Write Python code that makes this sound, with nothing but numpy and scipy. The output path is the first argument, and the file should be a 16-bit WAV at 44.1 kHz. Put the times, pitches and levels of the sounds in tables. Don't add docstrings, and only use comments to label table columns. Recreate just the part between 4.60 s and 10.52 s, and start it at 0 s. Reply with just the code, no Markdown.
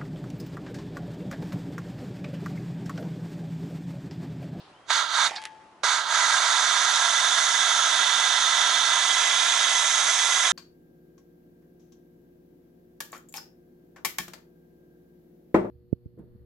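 import sys
import numpy as np
from scipy import signal
from scipy.fft import rfft, irfft
from scipy.io import wavfile
from scipy.ndimage import map_coordinates

SR = 44100
rng = np.random.default_rng(int(sys.argv[2]) if len(sys.argv) > 2 else 0)


def wrap_up_sound(samples):
    columns = np.atleast_2d(samples).T
    tamed = np.clip(columns, -1, 1)
    steps = np.round(tamed * 32767).astype(np.int16)
    wavfile.write(sys.argv[1], SR, steps)


N = 261072
TIME = np.arange(N) / SR
HZ = np.maximum(np.arange(N // 2 + 1) * SR / N, 1)
CUTOFF_HZ = 11150
SAG_WIDTH_S = 0.061

# (opens [s], shuts [s], rise [s], deepest pressure sag [s], sag depth [dB])
TRIGGER_PULLS = [(0.304, 0.6644, 0.0078, 0.483, 9), (1.2352, 6.5, 0.0011, 1.455, 8)]
# (frequency [Hz], left-right correlation [0..1])
SPRAY_CORRELATION = [(60, .3), (130, .45), (270, .84), (600, .95), (1200, .92), (2500, .83), (5300, .84),
                     (11000, .64)]


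def jet(sputter_db=0.34, fizz_db=-0.5, gulp_db=0.73, gulp_hz=25):
    # (roar [dB], rasp [dB], hiss [dB])
    stage_levels = [(-24.5, -28.5, -32.5), (-28, -28, -30.5), (-29, -29, -28.5)]
    # (slope [dB/dB], lag [s])
    response = [(0.8, 0.002), (0.87, -0.005), (1.55, -0.0058)]
    # (time [s], hiss over rasp [dB])
    tilt = [(0.35, 0.5), (0.65, 2), (1.4, 2.5), (1.6, 4), (2.4, 1), (2.9, 1.4), (3.3, -1), (4.25, -2.4),
            (4.45, -1.5), (4.95, -2.7), (5.25, 1), (5.9, 1)]
    bands = zip(turbulence(), by_stage(stage_levels), response)
    roar, rasp, hiss = (band * from_db(db + slope * sag_db(lag_s)) for band, db, (slope, lag_s) in bands)
    tilt_db = np.interp(TIME, *np.transpose(tilt))
    treble = rasp * from_db(-tilt_db / 2) + hiss * from_db(tilt_db / 2)
    treble *= from_db(fizz_db * drift(700))
    roar *= from_db(gulp_db * drift(gulp_hz))
    return hollowed(roar + treble) * valve() * from_db(sputter_db * drift(110))


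def turbulence(roar_top_hz=2500, rasp_top_hz=5000):
    # (frequency [Hz], relative density [dB])
    spectrum = [(130, -25), (250, -24), (480, -11.5), (700, -9), (1300, 0), (2100, -1.5), (2600, -4.5),
                (3500, 0), (4200, -1.5), (5100, -2), (6300, 0.5), (7600, -1.5), (9000, -6), (11000, -12)]
    # (frequency [Hz], left over right [dB])
    balance = [(60, -1), (110, -11), (190, 1), (340, -1.5), (620, -1), (1100, -7.5), (1970, -8.5),
               (3520, -9.5), (6300, -6.0), (11300, -3.5)]
    # (frequency [Hz], left lead [rad])
    phase = [(0, 0), (1460, -0.37), (1890, 0.56), (2410, -0.1), (3360, -0.77), (3960, -0.9), (4220, -0.3),
             (4820, -0.65), (6630, -0.7), (7240, -0.9), (7750, -0.21), (9220, -1.6), (10400, 0.73),
             (11500, -2.3)]
    # (centre [Hz], width [Hz], unscaled lift [dB])
    nozzle = [(708, 178, 5.3), (957, 366, 9.6), (1367, 196, 6.4), (1662, 251, 5.9), (2015, 144, 7.3),
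              (3140, 156, 4.1), (3430, 291, 8.4), (3734, 330, 8.2), (4365, 134, -1.1), (5768, 109, 5.1),
              (6029, 188, 6.1), (6263, 94, 5.7), (6546, 386, 6.0), (7141, 127, 4.2)]
    wet = [(1340, 960, 7.5), (2267, 150, 5.5), (2790, 290, 3), (4380, 1070, 10.5), (5050, 51, -5),
           (7050, 150, 7), (7900, 99, 2.5)]
    plume = [(1524, 961, 3.2), (4316, 90, 4.6), (4819, 77, -3.9), (5197, 97, 3.6), (5836, 115, 2.7),
             (7481, 116, -3.9), (8176, 190, -2.6)]
    on_paint = [(497, 67, 2.7), (2408, 785, 4.6), (5435, 104, 4.3), (5773, 130, -5.0), (7138, 173, -5.3),
                (8140, 149, -5.1), (9903, 695, -3.3)]
    noise = stereo_spectra(SPRAY_CORRELATION) * from_db(over_hz(spectrum) + resonance_db(nozzle))
    noise *= pan(over_hz(balance)) * np.exp(1j * over_hz(phase) * [[.5], [-.5]])
    staged = [noise * from_db(resonance_db(peaks)) for peaks in (wet, plume, on_paint)]
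    low, high = (1 / (1 + (HZ / edge_hz) ** 10) for edge_hz in (roar_top_hz, rasp_top_hz))
    return [sum(share * unit_rms(irfft(spectra * band, N)) for share, spectra in zip(stages(), staged))
            for band in (low, high - low, 1 - high)]


def stages(foams_s=2.1, foam_blend_s=0.54, lands_s=4.46, land_blend_s=0.16):
    foam, landed = smooth_step(foams_s, foam_blend_s), smooth_step(lands_s, land_blend_s)
    return np.array([1 - foam, foam - landed, landed])


def valve(steepness=0.95, shut_decay_s=0.015, hose_db=-0.5):
    gain = 0
    for opens_s, shuts_s, rise_s, sag_s, _ in TRIGGER_PULLS:
        opening = np.exp(-(np.maximum(opens_s - TIME, 0) / rise_s) ** steepness)
        closing = np.exp(-np.maximum(TIME - shuts_s, 0) / shut_decay_s)
        gain += opening * closing * from_db(hose_db * (1 - smooth_step(sag_s, SAG_WIDTH_S)))
    return gain


def sag_db(lag_s):
    return -sum(depth_db * np.exp(-((TIME - lag_s - sag_s) / SAG_WIDTH_S) ** 2)
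                for *_, sag_s, depth_db in TRIGGER_PULLS)


def hollowed(x, centre_hz=2200, width_hz=1100, db_per_db=0.67):
    band = irfft(rfft(x) / (1 + (2 * (HZ - centre_hz) / width_hz) ** 4), N)
    return x - band * (1 - from_db(db_per_db * sag_db(0)))


def spits(pan_db=-5, bottom_hz=300, rise_s=0.00037):
    # (time [s], level [dB], centre [Hz], width [octaves], decay [s])
    slugs = [(0.3015, -15, 1200, 1.1, 0.0045), (0.6727, -25, 3000, 4, 0.0018),
             (0.712, -35.5, 780, 0.18, 0.03), (0.726, -34, 780, .15, 0.021), (0.755, -37, 4000, 1.4, 0.006),
             (0.76, -32, 4200, 0.45, 0.013), (0.763, -33, 767, 0.19, 0.0042),
             (0.781, -34, 1810, 0.7, 0.005), (1.2341, -18.5, 710, 1.64, 0.0055)]
    puffs = 0
    for start_s, db, hz, octaves, decay_s in slugs:
        edges_hz = np.minimum(hz * 2 ** (np.array([-.5, .5]) * octaves), CUTOFF_HZ)
        noise = rng.standard_normal(N)
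        puff = filtered(noise * gate(start_s, start_s, rise_s, decay_s), 2, edges_hz, "band")
        puffs += from_db(db) * puff / np.std(filtered(noise, 2, edges_hz, "band"))
    return filtered(puffs, 3, bottom_hz, "high") * pan(pan_db)


def drops(level_db=-35, patter_db=4.0, pan_db=-4, rise_s=0.0087, decay_s=0.091):
    # (frequency [Hz], relative density [dB])
    spectrum = [(180, -58), (300, -32), (775, -8), (1480, -16), (1620, -8), (1750, -9), (1940, -7.5),
                (3150, -17), (6020, -23.5), (11000, -37), (14300, -67), (22000, -120)]
    shuts_s = TRIGGER_PULLS[0][1]
    patter = coloured_noise(spectrum, SPRAY_CORRELATION) * from_db(level_db + patter_db * drift(300))
    return patter * gate(shuts_s, shuts_s, rise_s, decay_s) * pan(pan_db)


def valve_ticks(housing_hz=(1600, 4500), edge_gain=0.19, tail_s=0.0098, tail_db=-22, bottom_hz=700):
    # (time [s], relative level [dB], left over right [dB])
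    snaps = [(0.8178, -30, 1.5), (0.8248, -30, 3), (0.839, -25, 1.5), (0.8538, -17, -2), (0.857, -25, 1.5),
             (0.872, -38, 5)]
    # (frequency [Hz], relative density [dB])
    tail_spectrum = [(400, -18), (1000, -3), (1900, 10), (3800, 1), (5500, -17), (11000, -15)]
    impulse = signal.unit_impulse(SR // 100)
    click = filtered(impulse, 1, housing_hz, "band") + edge_gain * impulse
    blows = np.zeros((2, N))
    for start_s, db, pan_db in snaps:
        blows[:, [round(start_s * SR)]] = from_db(db) * pan(pan_db)
    clicks = signal.fftconvolve(blows, [2 * click / np.ptp(click)])[:, :N]
    rattle = coloured_noise(tail_spectrum, SPRAY_CORRELATION)
    tails = rattle * sum(from_db(db + tail_db) * gate(s, s, .0002, tail_s) for s, db, _ in snaps)
    return filtered(clicks + tails, 2, bottom_hz, "high")


def lance(start_s=0.762, rise_s=0.006, pan_db=9.0):
    # (frequency [Hz], level [dB], T60 [s])
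    modes = [(873, -40, 1.2), (1674, -47, 0.66), (3230, -49, 0.49)]
    age_s = np.maximum(TIME - start_s, 0)
    ring = sum(from_db(db - 60 * age_s / t60_s) * np.sin(2 * np.pi * hz * TIME) for hz, db, t60_s in modes)
    return ring * gate(start_s, TIME[-1], rise_s, 1) * pan(pan_db)


def driveway(x, asphalt_gain=0.29, car_gain=0.041):
    # (asphalt [ms], car [ms])
    delays = [(3.145, 1.32), (3.055, 1.403), (2.953, 1.485)]
    asphalt_ms, car_ms = by_stage(delays)
    return x + asphalt_gain * delayed(x, asphalt_ms) + car_gain * delayed(x, car_ms)


def panels(x, scatter_db=-6.5, first_ms=3.5, decay_ms=8, bottom_hz=2600):
    ms = TIME[:SR // 10] * 1000
    reflections = rng.standard_normal(len(ms)) * (ms > first_ms) * np.exp(-ms / decay_ms)
    scattered = signal.fftconvolve(x, [reflections / np.linalg.norm(reflections)])[:, :N]
    return x + from_db(scatter_db) * filtered(scattered, 1, bottom_hz, "high")


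def pump(trim_db=-2, waver_hz=2.44, rise_s=0.63):
    # (frequency [Hz], level before trim [dB])
    whine = [(753.7, -44.5)]
    hz, db = whine[0]
    envelope = gate(TRIGGER_PULLS[1][0], TIME[-1], rise_s, 1)
    return from_db(db + trim_db) * tone(hz + waver_hz * drift(5.6)) * envelope


def bird(start_s=0.12, length_s=0.145, from_hz=2500, to_hz=3200, glide_s=0.028, waver_hz=25,
         level_db=-64, fade_db_per_s=45, flutter_db=4.5):
    age_s = np.maximum(TIME - start_s, 0)
    hz = to_hz + (from_hz - to_hz) * np.exp(-age_s / glide_s) + waver_hz * drift(100)
    gain = from_db(level_db - fade_db_per_s * age_s + flutter_db * drift(80))
    return gain * tone(hz) * gate(start_s, start_s + length_s, .01, .01)


def outdoors(air_db=-56, waver_db=1.0, rustle_hz=3600, rustle_db=-57, rustle_decay_s=0.081):
    # (frequency [Hz], relative density [dB])
    spectrum = [(15, -71), (25, -37), (54, -15.5), (145, -10.5), (241, -13.5), (267, -10.5), (362, -6),
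                (456, -11), (884, -6.5), (2270, -18.5), (3080, -21), (3590, -24), (11000, -36.5),
                (14300, -77), (22000, -120)]
    # (frequency [Hz], left-right correlation [0..1])
    correlation = [(50, 0.76), (300, 0.97), (1000, 0.72), (3000, 0.24), (10000, .1)]
    air = coloured_noise(spectrum, correlation)
    rustle = unit_rms(irfft(stereo_spectra(correlation) / (1 + (2 * np.log2(HZ / rustle_hz)) ** 4), N))
    rustle *= from_db(rustle_db) * gate(0, 0, .002, rustle_decay_s)
    return air * from_db(air_db + waver_db * drift(6.9)) + rustle


def from_db(db):
    return 10 ** (np.asarray(db) / 20)


def unit_rms(x):
    return x / np.sqrt(np.mean(np.atleast_2d(x).mean(axis=0) ** 2) + 1e-20)


def over_hz(points):
    hz, values = np.transpose(points)
    return np.interp(np.log(HZ), np.log(hz), values)


def by_stage(rows):
    return np.transpose(rows) @ stages()


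def resonance_db(peaks, scale=1.105):
    return scale * sum(db / (1 + (2 * (HZ - hz) / width_hz) ** 2) for hz, width_hz, db in peaks)


def gate(start_s, end_s, rise_s, decay_s):
    return np.clip((TIME - start_s) / rise_s, 0, 1) * np.exp(-np.maximum(TIME - end_s, 0) / decay_s)


def smooth_step(centre_s, width_s):
    return .5 + .5 * np.tanh((TIME - centre_s) / width_s)


def pan(left_over_right_db):
    gains = from_db(np.array([[.5], [-.5]]) * left_over_right_db)
    return gains / gains.mean(axis=0)


def tone(hz):
    return np.sin(2 * np.pi * np.cumsum(hz) / SR)


def drift(rate_hz):
    return unit_rms(irfft(rfft(rng.standard_normal(N)) / (1 + (HZ / rate_hz) ** 2), N))


def stereo_spectra(correlation):
    mid, side = rfft(rng.standard_normal((2, N)))
    alike = np.clip(over_hz(correlation), -1, 1)
    return np.sqrt(1 + alike) * mid + np.sqrt(1 - alike) * side * [[1], [-1]]


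def coloured_noise(spectrum, correlation):
    return unit_rms(irfft(stereo_spectra(correlation) * from_db(over_hz(spectrum)), N))


def filtered(x, order, hz, kind):
    return signal.sosfilt(signal.butter(order, hz, kind, fs=SR, output="sos"), x)


def delayed(x, ms):
    return np.array([map_coordinates(side, [(TIME - ms * 1e-3) * SR], order=3) for side in x])


def scene():
    spray = panels(driveway(jet() + spits()) + drops())
    return spray + valve_ticks() + lance() + pump() + bird() + outdoors()


def record(dry):
    return signal.sosfilt(signal.ellip(12, .1, 80, CUTOFF_HZ, fs=SR, output="sos"), dry)


dry = scene()
out = record(dry)
wrap_up_sound(out)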